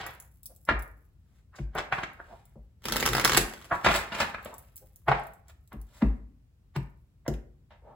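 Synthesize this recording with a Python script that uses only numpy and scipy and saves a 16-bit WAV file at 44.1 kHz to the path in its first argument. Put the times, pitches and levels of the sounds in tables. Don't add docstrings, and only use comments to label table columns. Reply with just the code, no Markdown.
import sys
import numpy as np
from scipy import signal
from scipy.fft import rfft, irfft
from scipy.io import wavfile
from scipy.ndimage import uniform_filter1d

SR = 44100
rng = np.random.default_rng(int(sys.argv[2]) if len(sys.argv) > 2 else 0)


def int16_out(signal):
    q = np.round(np.clip(np.atleast_2d(signal).T, -1, 1) * 32767)
    wavfile.write(sys.argv[1], SR, q.astype(np.int16))


N = 350595
TIME_S, SCENE_HZ = np.arange(N) / SR, np.fft.rfftfreq(N, 1 / SR)
TAPS = 2048
BIN_HZ = np.fft.rfftfreq(TAPS, 1 / SR)


def amp(db):
    return 10 ** (np.asarray(db) / 20)


def unit_rms(x):
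    return x / np.sqrt(np.mean(x ** 2) + 1e-20)


def unit_energy(x):
    return x / np.linalg.norm(x)


def curve(points, hz=BIN_HZ):
    freq_hz, value = np.transpose(points)
    return np.interp(np.log(hz + 1), np.log(freq_hz + 1), value)


def treble(corner_hz):
    return BIN_HZ ** 4 / (BIN_HZ ** 4 + corner_hz ** 4)


def resonance(hz, width):
    return 1 / (1 + ((BIN_HZ / hz - 1) / width) ** 2)


def colour(x, gain_db):
    log_gain = np.log(amp(np.maximum(gain_db, np.max(gain_db) - 90)))
    mirrored = np.concatenate([log_gain, log_gain[-2:0:-1]])
    kernel = np.fft.ifft(np.exp(np.conj(signal.hilbert(mirrored)))).real
    return signal.fftconvolve(x, unit_energy(kernel))


def grains(size, per_s, spread_db):
    strength = amp(spread_db * np.minimum(rng.exponential(1, size), 4))
    return unit_rms(strength * rng.choice([-1, 1], size) * (rng.random(size) < per_s / SR))


def add(mix, start_s, sound):
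    part = mix[max(round(start_s * SR), 0):][:len(sound)]
    part += sound[:len(part)]


# freq_hz, gain_db
NOISE_SPECTRUM = [(25, -25), (55, -3.5), (130, -14), (270, -31), (600, -43.5), (2000, -53.5), (5000, -58.5),
                  (16000, -58)]

def room_noise(level_db=-58):
    spectrum = rfft(rng.standard_normal(N)) * amp(curve(NOISE_SPECTRUM, SCENE_HZ))
    return amp(level_db) * unit_rms(irfft(spectrum, N))


# freq_hz, gain_db
PACKET_SPECTRUM = [(60, -2.5), (130, -3), (300, -10.5), (450, -8.5), (620, -2.5), (1550, -3.5), (2400, -8),
                   (4000, -16.5), (5800, -26), (16000, -50.5)]
# freq_hz, gain_db
EDGE_SPECTRUM = [(1000, -32), (3500, 6.5), (5500, 3), (8000, 4.5), (12000, 1), (16000, -1.5)]
# peak_s, face_db, edge_db, rise_s, fade_s
SLIDE_STROKES = [(0.005, -32.5, -58.5, 0.013, 0.054), (1.39, -73, -75, .09, .02),
                 (1.785, -27, -53, 0.012, 0.014), (1.941, -37.5, -59, 0.0083, 0.073),
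                 (2.309, -62.5, -69, 0.073, 0.11), (3.41, -40.5, -34.5, 0.0084, 0.021),
                 (3.75, -46.5, -51, 0.014, 0.024), (3.865, -19, -52.5, 0.0059, 0.061),
                 (3.965, -32.5, -32.5, 0.038, 0.025), (4.14, -38.5, -59.5, 0.014, 0.02),
                 (4.21, -26.5, -41.5, 0.03, 0.0393), (4.451, -50, -63, 0.034, 0.075),
                 (5.085, -31, -58.5, 0.0041, 0.057), (5.499, -52.5, -59, 0.011, 0.0079),
                 (5.97, -57, -59, 0.045, 0.069)]

def packet_slides(face_trim_db=-3, edge_trim_db=-2, catch_db=2, catch_s=0.004):
    span = round(catch_s * SR)
    wander = uniform_filter1d(uniform_filter1d(rng.standard_normal(N), span), span)
    catching = unit_rms(amp(catch_db * unit_rms(wander)))
    face = catching * unit_rms(colour(grains(N, 3000, 4), curve(PACKET_SPECTRUM))[:N])
    edge = catching * unit_rms(colour(grains(N, 3300, 2.1), curve(EDGE_SPECTRUM))[:N])
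    out = np.zeros(N)
    for peak_s, face_db, edge_db, rise_s, fade_s in SLIDE_STROKES:
        t = TIME_S - peak_s
        speed = np.exp(-np.maximum(-t / rise_s, t / fade_s))
        out += speed * (face * amp(face_db + face_trim_db) + edge * amp(edge_db + edge_trim_db))
    return out


# start_s, level_db, treble_db, settle_s, hollow_hz
LANDINGS = [(0.062, -30.5, -33, 0.0068, 1700), (0.687, -13.5, -33, 0.017, 1820),
            (1.555, -50.5, 3, 0.034, 580), (1.586, -33, -37, 0.002, 590), (1.751, -27.5, -51, 0.04, 590),
            (1.783, -19.5, -13.5, 0.0049, 1680), (1.923, -14.5, -32.5, 0.0081, 1630),
            (1.983, -21.5, -34, 0.0051, 850), (2.033, -19, -21, 0.0031, 2370),
            (2.198, -30.5, -58, 0.0039, 1650), (3.711, -19, -50, 0.024, 1300),
            (3.845, -14.5, -12.5, 0.0087, 1440), (3.861, -8, -18.5, 0.0041, 1420),
            (3.938, -22, -6, 0.012, 1780), (4.119, -27, -20, 0.011, 1690),
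            (4.148, -21.5, -10, 0.0019, 1640), (4.202, -14, -6.5, 0.004, 1780),
            (4.229, -20, -14, 0.002, 1500), (4.344, -21.5, -28, 0.0031, 1530),
            (4.381, -35, -37, 0.0078, 1450), (4.456, -29.5, -35, 0.0059, 560),
            (5.081, -10.5, -46.5, 0.01, 703), (5.114, -10.5, -43.5, 0.01, 754),
            (5.719, -40.5, -34, 0.013, 1060), (6.02, -20.5, -33, 0.0018, 757),
            (6.76, -23, -15.5, 0.0018, 790), (7.262, -30, -40, 0.0026, 696),
            (7.705, -51, -26.5, 0.038, 782)]

def packet_slaps(trim_db=-7, neutral_db=-24, rise_s=0.0023, brush_db=-14, brush_s=0.0047, hollow_db=6):
    out, t = np.zeros(N), np.arange(-TAPS // 2, 2 * TAPS) / SR
    after_s = np.maximum(t, 0)
    brush = amp(brush_db) * np.exp(-abs(t) / brush_s)
    clack = 0.5 * (t > rise_s) * np.exp(-abs(t - rise_s) / 0.001)
    for start_s, level_db, treble_db, settle_s, hollow_hz in LANDINGS:
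        settle_s = max(settle_s, rise_s)
        settling = (1 - np.exp(-after_s / rise_s)) * np.exp(-after_s / settle_s)
        contacts = grains(len(t), 7000, 2.2) * (brush + clack + settling)
        bright_db = treble_db - neutral_db
        corner_hz = 4500 * 2 ** (min(bright_db, 0) / 45)
        tilt_db = bright_db * (treble(corner_hz) - 0.047 * (1 - treble(850)))
        ring_db = hollow_db * resonance(hollow_hz, width=0.24)
        slap = unit_energy(colour(contacts, curve(PACKET_SPECTRUM) + tilt_db + ring_db))
        add(out, start_s + t[0], amp(level_db + trim_db) * slap * np.sqrt(settle_s * SR))
    return out


# freq_hz, gain_db
TICK_SPECTRUM = [(300, -25), (2000, -25), (4000, -13.5), (7000, -5.5), (11000, 3), (15000, 3.5),
                 (17000, -4)]
# start_s, level_db
TICK_HITS = [(0.0653, -35), (0.201, -39), (0.224, -50), (0.4321, -43), (0.458, -35.5), (0.463, -36.5),
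             (0.562, -51.5), (0.6515, -49), (0.793, -45), (0.8233, -39.5), (1.751, -43), (2.133, -56.5),
             (2.4544, -53.5), (4.428, -52), (4.4483, -40), (4.5409, -43), (4.582, -39.5), (4.759, -42),
             (4.7663, -38.5), (4.7782, -42.5), (4.9598, -45.5), (5.081, -48.5), (5.196, -53), (5.236, -53),
             (5.2696, -48.5), (5.336, -52.5), (5.483, -50), (5.676, -56), (5.730, -51), (5.815, -50),
             (6.764, -45.5)]

def nail_and_bead_ticks(trim_db=-6, crack_s=0.0007, rebound_s=0.0077):
    out, t = np.zeros(N), np.arange(TAPS) / SR
    for start_s, level_db in TICK_HITS:
        crack = rng.standard_normal(TAPS) * np.exp(-t / crack_s)
        rebounds = 0.098 * grains(TAPS, 700, 0.94) * np.exp(-t / rebound_s)
        spot_db = 6 * resonance(rng.uniform(3000, 9000), width=0.2)
        tick = unit_energy(colour(crack + rebounds, curve(TICK_SPECTRUM) + spot_db))
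        add(out, start_s, amp(level_db + trim_db) * tick * np.sqrt(0.0066 * SR))
    return out


def after_clicks(trim_db=-27, linger_s=0.12):
    stir = np.zeros(N)
    for start_s, level_db in TICK_HITS:
        t = TIME_S - start_s
        stir = np.maximum(stir, amp(level_db) * np.exp(-abs(t) / linger_s) * (t > 0))
    clicks = colour(grains(N, 60, 2.5), curve(TICK_SPECTRUM))[:N]
    return amp(trim_db) * stir * unit_rms(clicks)


# peak_s, level_db, pitch_hz, half_length_s
FINGER_DRAGS = [(0.508, -57, 556, 0.014), (1.548, -55.5, 1377, 0.015), (2.325, -52, 702, 0.033),
                (3.735, -30.5, 980, 0.017), (4.495, -48, 650, 0.02), (4.535, -47, 867.5, 0.014),
                (4.831, -58.5, 555, 0.015), (7.894, -53.5, 667, 0.052)]

def finger_rubs(width=0.64, glide_oct_per_s=5):
    out, t = np.zeros(N), np.arange(-TAPS * 2, TAPS * 2) / SR
    for peak_s, level_db, pitch_hz, half_length_s in FINGER_DRAGS:
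        carrier = np.exp(2j * np.pi * np.cumsum(pitch_hz * 2 ** (glide_oct_per_s * t)) / SR)
        pole = np.exp(-np.pi * width * pitch_hz / SR)
        baseband = signal.lfilter([1], np.poly([pole, pole]), rng.standard_normal(len(t)) / carrier)
        rub = unit_rms((carrier * baseband).real)
        add(out, peak_s + t[0], amp(level_db) * rub * np.exp(-(t / half_length_s) ** 2))
    return out


def mode_envelope(t, rise_s, t60_s):
    return (1 - np.exp(-(t / rise_s) ** 2)) * np.exp(-np.log(1000) * t / t60_s)


BOOM_LOW_HZ, BOOM_HIGH_HZ = 50.6, 57.2
# pitch_hz, level_db, t60_s, rise_s
DESK_MODES = [(100.6, -8, 0.22, .02), (138.2, 0.5, 0.25, 0.007), (222, -9.5, 0.19, 0.003),
              (348, -16, 0.15, .004)]
# start_s, level_db, boom_db, thud_db, thud_hz
KNOCK_HITS = [(0.708, -30, 5, -1.5, 480), (1.590, -30, 3.5, -11.5, 249), (2.555, -43, 2, -9, 543),
              (3.366, -35.5, -3, 5, 298), (3.861, -43.5, 13, -4, 204), (5.087, -23.5, -11, -7.5, 520),
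              (5.735, -37, 4.5, -7.5, 300), (6.021, -21.5, 5, 2, 217), (6.762, -25.5, -8.5, -4.5, 180.1),
              (7.280, -22.5, -5, -4, 373)]

def desk_knocks(spread_db=1.0, detune=0.02, thud_s=0.024, dull_hz=900):
    out, t = np.zeros(N), np.arange(SR) / SR
    beating = np.sin(2 * np.pi * BOOM_LOW_HZ * t) - np.sin(2 * np.pi * BOOM_HIGH_HZ * t)
    boom = beating * mode_envelope(t, rise_s=0.022, t60_s=0.42)
    for start_s, level_db, boom_db, thud_db, thud_hz in KNOCK_HITS:
        add(out, start_s, amp(level_db + boom_db) * boom)
        body_db = 10 * np.log10(resonance(thud_hz, width=0.2) * (1 - treble(dull_hz)) ** 2)
        thud = unit_energy(colour(rng.standard_normal(SR) * np.exp(-t / thud_s), body_db))
        add(out, start_s, amp(level_db + thud_db) * thud * np.sqrt(thud_s * SR / 2))
        for pitch_hz, mode_db, t60_s, rise_s in DESK_MODES:
            spot, shift, phase = rng.standard_normal(3)
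            tone = np.sin(2 * np.pi * (pitch_hz * (1 + detune * shift) * t + phase))
            gain = amp(level_db + mode_db + spread_db * spot)
            add(out, start_s, gain * tone * mode_envelope(t, rise_s, t60_s))
    return out


RIFFLE_START_S, RIFFLE_END_S = 2.856, 3.41

def card_flow(settle_db, rise_s=0.0091, stop_s=0.015, settle_s=0.42):
    onset = np.exp(np.minimum(TIME_S - RIFFLE_START_S, 0) / rise_s)
    after_s = np.maximum(TIME_S - RIFFLE_END_S, 0)
    return onset * (np.exp(-after_s / stop_s) + amp(settle_db) * np.exp(-after_s / settle_s))


# freq_hz, gain_db
SNAP_SPECTRUM = [(50, -20), (130, -9.5), (250, -5.5), (800, -5), (1400, -1), (3000, -8), (5500, -12),
                 (8000, -14.5), (12000, -16.5), (16000, -18.5)]
# start_s, level_db,
# treble_db
CARD_SNAPS = [(2.855, -28.5, -3), (2.885, -27.5, -7), (2.923, -21, -0.5), (2.9598, -23, -6.5),
              (2.9666, -22, 1), (3.0005, -26.5, -2.5), (3.0066, -25.5, 3.5), (3.0268, -20.5, -14.5),
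              (3.055, -23.5, -7.5), (3.062, -17, -1.5), (3.0761, -22, -7), (3.089, -25.5, -0.5),
              (3.133, -22.5, -9), (3.1507, -18.5, -11.5), (3.1681, -22.5, -11.5), (3.1819, -20, -14),
              (3.1972, -21, -8.5), (3.242, -24, -14.5), (3.248, -12.5, 0), (3.2538, -14.5, -14.5),
              (3.2768, -21.5, -1.5), (3.2958, -18.5, -4.5), (3.3204, -20.5, -10.5), (3.3331, -21, -8.5),
              (3.3475, -18, -14), (3.3665, -20, -11), (3.3723, -11, -0.5), (3.377, -14, 1),
              (3.537, -37.5, -11), (7.2795, -33.5, -2.5), (7.339, -49, -5)]

def riffle(trim_db=5, neutral_db=-6, corner_hz=4000, flutter_db=-48, flick_db=-44):
    out, t = np.zeros(N), np.arange(-TAPS // 4, TAPS) / SR
    peel = 0.3 * np.exp(-abs(t) / 0.001)
    crack = np.exp(-abs(t) / 0.0012)
    rattle = 0.11 * np.exp(-abs(t) / 0.0046)
    envelope = np.where(t < 0, peel, crack + rattle)
    for start_s, level_db, treble_db in CARD_SNAPS:
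        spectrum_db = curve(SNAP_SPECTRUM) + (treble_db - neutral_db) * treble(corner_hz)
        snap = unit_energy(colour(rng.standard_normal(len(t)) * envelope, spectrum_db))
        add(out, start_s + t[0], amp(level_db + trim_db) * snap * np.sqrt(0.00084 * SR))
    flick_envelope = signal.fftconvolve(abs(grains(N, 70, 1.5)), envelope)[:N]
    flicks = amp(flick_db) * unit_rms(flick_envelope * rng.standard_normal(N))
    flutter = amp(flutter_db) * grains(N, 3000, 4.5)
    return out + card_flow(settle_db=-8.5) * colour(flicks + flutter, curve(SNAP_SPECTRUM))[:N]


def desk_patter(level_db=-32, low_hz=120, high_hz=520, grow_db_per_s=17):
    modes = sum(amp(mode_db) * resonance(hz, width=0.08) for hz, mode_db, _, _ in DESK_MODES)
    band = treble(low_hz) * (1 - treble(high_hz))
    body = band + 1.3 * modes + 5 * resonance(BOOM_LOW_HZ, width=0.2)
    weight = amp(level_db + grow_db_per_s * np.minimum(TIME_S - RIFFLE_END_S, 0))
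    falls = grains(N, 300, 1.0) * card_flow(settle_db=-30)
    return weight * colour(falls, 20 * np.log10(body))[:N]


# freq_hz, t60_s
ROOM_DECAY = [(100, 0.44), (300, 0.6), (900, 0.44), (2100, 0.42), (3200, 0.29), (14000, 0.3)]

def room_echoes(x, early_db=-5.5, early_s=0.0082, late_db=-8, gap_s=0.0022, cycle_s=1.7):
    out, t = np.zeros(N), np.arange(SR) / SR
    angle = 2 * np.pi * TIME_S / cycle_s
    for blend in (np.cos(angle), np.sin(angle)):
        early = (grains(SR, 2500, 0.84) * (t > gap_s) * np.exp(-t / early_s))[:TAPS]
        out += amp(early_db) * signal.oaconvolve(x * blend, unit_energy(early))[:N]
    hz, frame_s, spectra = signal.stft(grains(SR, 5000, 0.87) * (t > gap_s), SR, nperseg=256)
    decay = np.exp(-np.log(1000) * frame_s / curve(ROOM_DECAY, hz)[:, None])
    tail = signal.istft(spectra * decay, SR, nperseg=256)[1][:SR]
    return out + amp(late_db) * signal.fftconvolve(x, unit_energy(tail))[:N]


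# freq_hz, gain_db
SIDE_SPECTRUM = [(60, -25), (250, -11), (700, -7.5), (2000, -2), (4500, -2), (7500, -6.5), (15000, -18)]

def scene(side_trim_db=4, knock_send=0.58, low_cut_hz=110):
    cards = riffle() + desk_patter() + packet_slaps() + packet_slides()
    cards += finger_rubs() + nail_and_bead_ticks() + after_clicks()
    knocks = desk_knocks()
    low_cut = signal.butter(2, low_cut_hz, "highpass", fs=SR, output="sos")
    send = signal.sosfilt(low_cut, cards + knock_send * knocks)
    mid = cards + knocks + room_echoes(send) + room_noise()
    width = amp(side_trim_db + curve(SIDE_SPECTRUM, SCENE_HZ))
    side = irfft(rfft(room_echoes(send) + room_noise()) * width, N)
    return np.array([mid + side, mid - side])


# freq_hz, left_over_right_db
PORT_BALANCE = [(150, 1.6), (600, 0.5), (2000, -1), (8000, -0.15)]

def record(dry, split_hz=2700, phase_cycle_hz=3790, low_cut_hz=36, high_cut_hz=16200):
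    delay_rad = 2 * np.pi * SCENE_HZ / phase_cycle_hz
    lead_rad = (delay_rad - 0.38 * np.sin(2 * delay_rad)) * np.minimum(SCENE_HZ / split_hz, 1) ** 6
    lean = amp(curve(PORT_BALANCE, SCENE_HZ) / 2)
    ports = irfft(rfft(dry) * np.array([lean, np.exp(-1j * lead_rad) / lean]), N)
    low_cut = signal.butter(6, low_cut_hz, "highpass", fs=SR, output="sos")
    rounded = np.tanh(signal.sosfilt(low_cut, ports))
    high_cut = signal.firwin(255, high_cut_hz, window=("kaiser", 8), fs=SR)
    return signal.oaconvolve(rounded, high_cut[None], "same")


dry = scene()
out = record(dry)
int16_out(out)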